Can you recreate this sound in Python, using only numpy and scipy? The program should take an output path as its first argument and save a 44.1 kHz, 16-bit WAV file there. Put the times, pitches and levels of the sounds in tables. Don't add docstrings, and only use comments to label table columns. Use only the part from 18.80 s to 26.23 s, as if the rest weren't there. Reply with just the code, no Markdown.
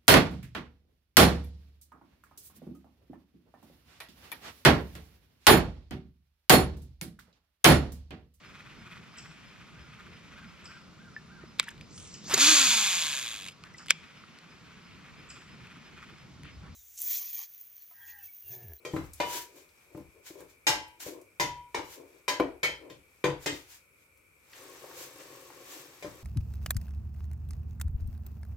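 import sys
import numpy as np
from scipy import signal
from scipy.fft import rfft, irfft, next_fast_len
from scipy.io import wavfile
from scipy.ndimage import uniform_filter1d

SR = 44100
rng = np.random.default_rng(int(sys.argv[2]) if len(sys.argv) > 2 else 0)


def transcribe(u):
    v = np.clip(np.atleast_2d(u).T, -1, 1)
    q = np.round(v * 32767).astype(np.int16)
    wavfile.write(sys.argv[1], SR, q)


N = 327663

T_S = np.arange(2 ** 15) / SR
GRID_HZ = np.fft.rfftfreq(2 ** 15, 1 / SR)

BAND_EDGES_HZ = [35, 115, 230, 700, 1500, 4000, 8000, 16000]
CENTRES_HZ = np.sqrt(np.multiply(BAND_EDGES_HZ[1:], BAND_EDGES_HZ[:-1]))
# t/s, level/dB, hardness/(dB/octave), push on the grate/dB,
#   favoured low mode f/Hz, favoured high mode f/Hz, their boost/dB, time until the spoon mutes the ring/s
KNOCKS = [(0.05, -45, -0.8, 0, 495, 2400, 7, 0.1), (0.401, -34, -2.5, -7, 969, 2955, 16.5, 0.21),
          (1.868, -28, 3, 1, 867, 2121, 9, 0.28), (2.598, -31.5, 0.97, 3, 969, 1825, 11.5, 0.25),
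          (2.945, -37, -1.4, -5, 1001, 1825, 8, 0.14), (3.48, -32.5, 1.3, -8, 1001, 2062, 10, 0.13),
          (3.831, -33.5, 0.8, -2.5, 2237, 3155, 12.5, 0.11),
          (4.099, -55.5, -0.5, 9, 495, 2400, -4.5, 0.037), (4.44, -30, -4.5, -4.5, 144, 495, 8.5, 0.07),
          (4.66, -35.5, 1.4, 4.5, 322, 2062, 0, 0.055), (7.225, -50, 0, 4, 595.5, 2400, 6, 0.059)]
# f/Hz, level of the band around it/dB
KNOCK_BANDS = [(63, -23), (163, -17), (400, -4), (1025, -5), (2450, .5), (5660, -3.5), (11300, -13)]
# level/dB, width/octaves
SPOT_GAINS = [(5.5, 0.37), (-1.5, .22)]
# t/s, level/dB, hardness/(dB/octave),
#   push on the grate/dB, direct sound over room/dB
THUDS = [(0.135, -33, -3, 6, -3), (0.162, -37.5, 3.5, 4, -3.5), (1.147, -45.5, -3.5, 5, 3),
         (1.173, -47, -2, 2, -4), (1.501, -49.5, -6.5, -5, 7), (1.604, -56, 4, 2.5, -2),
         (2.261, -42.5, -5, -4, 4), (2.983, -43, 3, 0, 4.5), (3.598, -23, 1.23, -10, 3),
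         (4.723, -48.5, -5, 3, 8), (7.246, -41, 0.5, 0.5, -1)]
# f/Hz, level of the band around it/dB
THUD_BANDS = [(63, -19), (163, -15), (400, -1.5), (1025, -9.5), (2450, -19.5), (5660, -33.5), (11300, -41)]
# f/Hz, level/dB, t60/s
POT_MODES = [(144, -3.5, 0.72), (322, -1, 0.42), (386.6, -0.5, 0.22), (495, -5, 0.49), (590, 6, 0.33),
             (802, -9, .35), (867, -3, 0.47), (969, -4.5, 0.96), (1001, 1, 0.32), (1040, 9.5, 0.25),
             (1234, -11, 0.35), (1607, -1, 0.43), (1650, -0.5, 0.073), (1825, 0.5, 0.17), (1916, 0, 0.27),
             (2062, -5, 0.56), (2121, -2.5, 0.38), (2237, 3.5, .25), (2400, 13, 0.14), (2550, -5, .25),
             (2955, -7.5, 0.65), (3083, 6.5, 0.32), (3155, -2.5, 0.59), (3700, 8.5, 0.15), (3989, -3, .22),
             (4490, -8, .2), (4970, 4.5, .2), (5870, -10.5, .22), (5720, -3.5, .22), (6490, 8.5, 0.24)]
# f/Hz, level/dB
BLOW_COLOUR = [(25, -27.5), (55, -10.5), (110, -4.5), (152, -0.5), (200, -1), (230, -13.5), (285, 5.5),
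               (520, 4), (660, -1), (1000, -2), (1350, -1), (2100, 7.5), (2800, 1.5), (7500, -11.5),
               (9500, -20), (12500, -19.5), (16000, -28.5)]
# t at full pressure/s, rise/s, hold/s, level/dB
DRAGS = [(0.04, 0.15, .01, -58), (0.545, 0.035, 0.04, -49.5), (0.76, .09, 0.021, -55),
         (1.14, 0.11, .01, -60), (1.37, 0.055, 0.025, -63), (1.56, 0.06, 0.072, -51),
         (2.28, 0.078, .11, -49), (3.195, 0.059, 0.015, -47.5), (3.35, 0.043, .02, -62),
         (4.04, 0.087, 0.053, -51)]
# f/Hz, level/dB
DRAG_COLOUR = [(71, -60), (120, -15), (220, -26), (296, 2), (409, 1.5), (612, -3), (759, -20),
               (1040, -11.5), (1360, -35.5), (2260, -27), (3000, -32), (3900, -61.5), (6600, -120)]
# t at full strength/s, rise/s, hold/s, level/dB
SWISHES = [(0.135, 0.045, 0.017, -51.5), (0.555, 0.14, 0.031, -36), (0.77, 0.13, 0.046, -58.5),
           (1.47, 0.03, 0.012, -44.5), (1.595, .04, 0.009, -60), (1.7, 0.032, 0.011, -63),
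           (2.203, 0.0067, 0.033, -43), (2.26, 0.019, 0.036, -48), (3.125, 0.15, 0.023, -48.5),
           (4.625, 0.041, 0.018, -51), (4.76, 0.075, 0.016, -52.5), (4.925, .1, 0.02, -50.5),
           (5.21, 0.11, 0.018, -70.5), (6.185, .07, 0.047, -45.5), (6.92, 0.16, 0.097, -50)]
# f/Hz, level/dB
SWISH_COLOUR = [(410, -28.5), (700, -2), (1080, 0.5), (1210, -3), (1580, 2), (4380, 1), (7010, 3.5),
                (9230, -3.5), (13900, 0.5), (16000, -7.5)]
# t/s, rise/s, hold/s, level/dB
FLARES = [(.24, .1, 0.015, -61.5), (1.02, .25, 0.026, -72), (1.17, 0.076, 0.021, -69),
          (1.3, 0.057, 0.016, -80), (3.29, 0.08, .1, -72), (4.3, .1, 0.12, -76), (6.19, 0.29, 0.04, -64),
          (6.4, 0.027, 0.011, -61), (6.54, 0.055, 0.014, -64), (6.93, 0.078, 0.04, -59)]
# f/Hz, level/dB
HISS_COLOUR = [(410, -28.5), (700, -6.5), (788, -9.5), (1080, -8), (1350, -13), (1660, -9.5), (3240, -13),
               (8310, -15), (9480, -26.5), (12800, -15.5), (16000, -25)]
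# f/Hz, level/dB
BUBBLE_COLOUR = [(24, -42), (40, -80), (125, -4), (232, -21), (279, -2), (383, 2.5), (426, -3.5),
                 (535, 3.5), (632, -17), (896, -41), (1090, -2), (1210, -16.5), (1500, -20), (1950, -48),
                 (3300, -120)]
# t/s, level/dB, centre f/Hz
SPITS = [(0.333, -47.5, 8900), (.889, -68, 4300), (1.172, -63, 12000), (1.605, -57.5, 9000),
         (2.08, -64, 9000), (2.413, -62, 7950), (5.372, -69.5, 9000), (5.731, -51.5, 2400),
         (6.039, -46, 630), (6.11, -53, 1000), (6.403, -55.5, 1560), (6.7, -52.5, 910)]
# f/Hz, level/dB
FLAME_COLOUR = [(15, -54), (25, -21), (76, 0.5), (217, -11), (531, -6), (754, -22), (1480, -8),
                (1740, -45.5), (2350, -4.5), (2840, -52), (5880, -40), (8360, -14.5), (9570, -29.5),
                (10700, -15), (16000, -29)]
# f/Hz, t60/s, build-up time constant/s
KITCHEN = [(69.6, 0.65, 0.044), (148, 0.26, 0.033), (404, 0.35, 0.0026), (1000, 0.35, .002),
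           (3000, 0.34, 0.0041), (7000, .28, 0.00033), (14000, 0.21, 0.00058)]
# f/Hz, coherence/1
COHERENCE = [(150, 0.72), (300, 0.93), (600, 0.2), (1200, 0.041), (16000, 0.016)]
# f/Hz, left over right/dB
LEFT_OVER_RIGHT = [(60, 3.5), (99, 1.5), (160, 2.5), (270, 3.5), (450, 5), (740, 3.5), (1220, 2.5),
                   (2010, 1.5), (3330, 3), (5500, -0.5), (9080, 1.5), (15000, 6.5)]

BASS_BELOW_HZ = 230
HARD_FROM_HZ, HARD_TO_HZ = 460, 5740
SPOT_BAND_DB = 6
CLICK_DB, CLANG_FROM_DB, CLICK_LOSS_DB_PER_DB = -6, -38, 0.86
DRAG_RELEASE_DB_PER_S, SWISH_RELEASE_DB_PER_S, FLARE_RELEASE_DB_PER_S = 177, 241.5, 223
WARM_DB, WARM_DB_PER_S = -72, -0.7
HOT_DB, HOT_AT_S, HEAT_UP_S, SETTLE_DB_PER_S = -54.5, 5.76, 0.11, 2.5
STEAM_DB, STEAM_AT_S, STEAM_RISE_S = -1.5, 5.82, 0.17


def knocks():
    out = np.zeros((2, N))
    for t_s, db, hardness, push_db, low_hz, high_hz, boost_db, mute_s in KNOCKS:
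        bands_db = blow_levels(KNOCK_BANDS, db, hardness, push_db, pivot_hz=1520)
        bands_db = bands_db + SPOT_BAND_DB * np.histogram([low_hz], BAND_EDGES_HZ)[0]
        direct_db = CLICK_DB - CLICK_LOSS_DB_PER_DB * max(bands_db[-2] - CLANG_FROM_DB, 0)
        spot_db = sum(bump(hz, gain_db, width_oct)
                      for hz, (gain_db, width_oct) in zip((low_hz, high_hz), SPOT_GAINS))
        clank = tint(contact(direct_db), spot_db)
        blow = clank + amp(-17) * ring(low_hz, high_hz, boost_db, mute_s)
        add(out, t_s, weigh(blow, bands_db))
    return out


def thuds():
    out = np.zeros((2, N))
    boom_db = bump(295, gain_db=7, width_oct=0.4)
    for t_s, db, hardness, push_db, direct_db in THUDS:
        boom = tint(contact(direct_db), boom_db)
        blow = boom + amp(-15.5) * ring(323, 495, boost_db=6.0, mute_s=0.021)
        bands_db = blow_levels(THUD_BANDS, db, hardness, push_db, pivot_hz=HARD_FROM_HZ)
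        add(out, t_s, weigh(blow, bands_db))
    return out


def ring(low_hz, high_hz, boost_db, mute_s):
    hz, table_db, t60_s = np.transpose(POT_MODES)
    db = table_db - rng.exponential(7.1, len(hz)) + 0.5
    for favoured_hz in (low_hz, high_hz):
        k = np.argmin(abs(hz - favoured_hz))
        db[k] = table_db[k] + boost_db
    hz = hz * (1 + 0.002 * rng.standard_normal())
    beat_hz = hz * rng.normal(0, 0.019, len(hz))
    twin = 0.35 * np.exp(2j * np.pi * beat_hz[:, None] * T_S - T_S / 0.63)
    decay = amp(db[:, None] - 60 * T_S / t60_s[:, None])
    modes = decay * np.exp(2j * np.pi * hz[:, None] * T_S) * (1 + 1j * twin)
    phase_spread = np.minimum((hz / 1200) ** 2, 1.5)
    phase = 2 * np.pi * rng.random(len(hz)) + phase_spread * rng.standard_normal((2, len(hz)))
    muting = amp(-150 * np.maximum(T_S - mute_s, 0))
    return (np.exp(1j * phase) @ modes).real * muting


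def contact(direct_db):
    swell_and_fade = np.exp(-T_S / 0.0055) * (1 - np.exp(-T_S / 0.0014))
    near = diffuse(size=len(T_S)).mean(0) * swell_and_fade
    room = kitchen(direct_db=-27.5)
    return room + amp(direct_db) * unit(near) * room.std()


def blow_levels(bands, db, hardness, push_db, pivot_hz):
    octaves = np.log2(np.clip(CENTRES_HZ, HARD_FROM_HZ, HARD_TO_HZ) / pivot_hz)
    return db + read(bands, CENTRES_HZ) + hardness * octaves + push_db * (CENTRES_HZ < BASS_BELOW_HZ)


def weigh(x, bands_db):
    uneven = uniform_filter1d(rng.standard_normal(len(GRID_HZ)), size=90)
    uneven = unit(uniform_filter1d(uneven, size=50))
    x = tint(x, read(BLOW_COLOUR) + 3.4 * uneven * np.minimum(GRID_HZ / 1500, 1))
    for _ in range(2):
        fast, slow = onset_power(x, SR // 25), onset_power(x, SR // 10)
        power = np.where(GRID_HZ < BASS_BELOW_HZ, slow, fast)
        now_db = 10 * np.log10(np.histogram(GRID_HZ, BAND_EDGES_HZ, weights=power)[0])
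        x = tint(x, read(np.c_[CENTRES_HZ, bands_db - now_db]))
    return x


def onset_power(x, size):
    return (abs(rfft(x[:, :size], len(T_S))) ** 2).mean(0) * 2 / (len(T_S) * size)


def drags():
    slips = patter(per_s=270, spread_db=-6, direct_db=-5)
    return unit(tint(slips, read(DRAG_COLOUR))) * level(DRAGS, DRAG_RELEASE_DB_PER_S)


def swishes():
    rustle = patter(per_s=6000, spread_db=7.0, direct_db=-27.0)
    return unit(tint(rustle, read(SWISH_COLOUR))) * level(SWISHES, SWISH_RELEASE_DB_PER_S)


def frying():
    t_s = np.arange(N) / SR
    warm_db = WARM_DB + WARM_DB_PER_S * t_s
    hot_db = HOT_DB - SETTLE_DB_PER_S * (t_s - HOT_AT_S)
    hot_db = hot_db - 20 * np.maximum(HOT_AT_S - t_s, 0) / HEAT_UP_S
    sizzle = amp(warm_db) + amp(hot_db) + level(FLARES, FLARE_RELEASE_DB_PER_S)
    steam = amp(STEAM_DB - 20 * np.maximum(STEAM_AT_S - t_s, 0) / STEAM_RISE_S)
    hiss = unit(tint(patter(per_s=4600, spread_db=0.0, direct_db=-15.5), read(HISS_COLOUR)))
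    bubbles = unit(tint(patter(per_s=450, spread_db=2.5, direct_db=8), read(BUBBLE_COLOUR)))
    return sizzle * (hiss + amp(-7.5) * crackle(per_s=750, spread_db=2.0) + steam * bubbles)


def crackle(per_s, spread_db):
    happens = rng.random(N) < per_s / SR
    sizes = amp(spread_db * np.minimum(rng.exponential(1, N), 3.5)) * happens
    pitches_hz, t_s = np.geomspace(5000, 15000, num=12), np.arange(128) / SR
    kind = rng.integers(0, len(pitches_hz), N)
    out = np.zeros((2, N))
    for k, hz in enumerate(pitches_hz):
        cycles = hz * t_s + 0.49 * rng.random((2, 1))
        pop = np.sin(2 * np.pi * cycles) * np.exp(-t_s * hz / 2.9)
        out += signal.oaconvolve((sizes * (kind == k))[None], unit(pop), axes=1)[:, :N]
    return unit(out)


def spits():
    out = np.zeros((2, N))
    for t_s, db, centre_hz in SPITS:
        pop = tint(contact(direct_db=1.0), -9 * np.log2((GRID_HZ + 1) / centre_hz) ** 2)
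        add(out, t_s, amp(db) * pop / pop[:, :SR // 100].std())
    return out


def flame():
    rush = unit(tint(diffuse(size=N), read(FLAME_COLOUR)))
    jet_hz, width_hz = 2350, 170
    jet_db = -20 * np.log10(1 + ((GRID_HZ - jet_hz) / width_hz) ** 2)
    jet = unit(tint(diffuse(size=N), jet_db))
    return amp(-68.0) * rush + amp(-68.5) * jet


def patter(per_s, spread_db, direct_db):
    sizes = amp(spread_db * np.minimum(rng.exponential(1, N), 5))
    clicks = sizes * rng.choice([-1, 1], N) * (rng.random(N) < per_s / SR)
    spot = rng.integers(0, 3, N)
    out = np.zeros((2, N))
    for k in range(3):
        out += signal.oaconvolve((clicks * (spot == k))[None], kitchen(direct_db), axes=1)[:, :N]
    return unit(out)


def kitchen(direct_db):
    spectrum = rfft(diffuse(size=len(T_S)))
    centres_hz = [row[0] for row in KITCHEN]
    out = np.zeros((2, len(T_S)))
    for share, (_, t60_s, rise_s) in zip(np.eye(len(centres_hz)), KITCHEN):
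        envelope = (1 - np.exp(-T_S / rise_s)) * amp(-60 * np.maximum(T_S - 0.015, 0) / t60_s)
        band = irfft(spectrum * read(np.c_[centres_hz, share]))
        out += band * envelope / envelope.max()
    out[:, 0] += amp(direct_db) * np.linalg.norm(out[0])
    return out


def diffuse(size):
    a, b = rfft(rng.standard_normal((2, next_fast_len(size))))
    same = np.clip(read(COHERENCE, np.linspace(0, SR / 2, len(a))), -1, 1)
    return irfft([a, same * a + np.sqrt(1 - same ** 2) * b])[:, :size]


def tint(x, gain_db):
    log_gain = np.log(amp(np.maximum(gain_db, gain_db.max() - 90)))
    both_sides = np.r_[log_gain, log_gain[-2:0:-1]]
    taps = np.fft.ifft(np.exp(signal.hilbert(both_sides).conj())).real[:4096]
    return signal.fftconvolve(x, taps[None], axes=1)[:, :x.shape[1]]


def bump(hz, gain_db, width_oct):
    return gain_db * np.exp(-(np.log2((GRID_HZ + 1) / hz) / width_oct) ** 2)


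def level(strokes, release_db_per_s):
    t_s = np.arange(N) / SR
    gain = np.zeros(N)
    for full_s, rise_s, hold_s, db in strokes:
        climb_db = 20 * np.maximum(full_s - t_s, 0) / max(rise_s, 0.001)
        fall_db = release_db_per_s * np.maximum(t_s - full_s - hold_s, 0)
        gain += amp(db - climb_db - fall_db)
    return gain


def read(points, hz=GRID_HZ):
    f_hz, value = np.transpose(points)
    return np.interp(np.log(hz + 1), np.log(f_hz + 1), value)


def add(mix, t_s, sound):
    part = mix[:, max(0, round(t_s * SR)):][:, :sound.shape[1]]
    part += sound[:, :part.shape[1]]


def amp(db):
    return 10 ** (np.asarray(db) / 20)


def unit(x):
    return x / np.sqrt(np.mean(x ** 2) + 1e-20)


def scene():
    mix = knocks() + thuds() + drags() + swishes() + frying() + spits() + flame()
    half_db = read(LEFT_OVER_RIGHT) / 2
    return np.vstack([tint(mix[:1], half_db), tint(mix[1:], -half_db)])


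def record(dry):
    edge = signal.firwin(401, 16100, window=("kaiser", 8), fs=SR)
    return signal.oaconvolve(dry, edge[None], "same")


dry = scene()
out = record(dry)
transcribe(out)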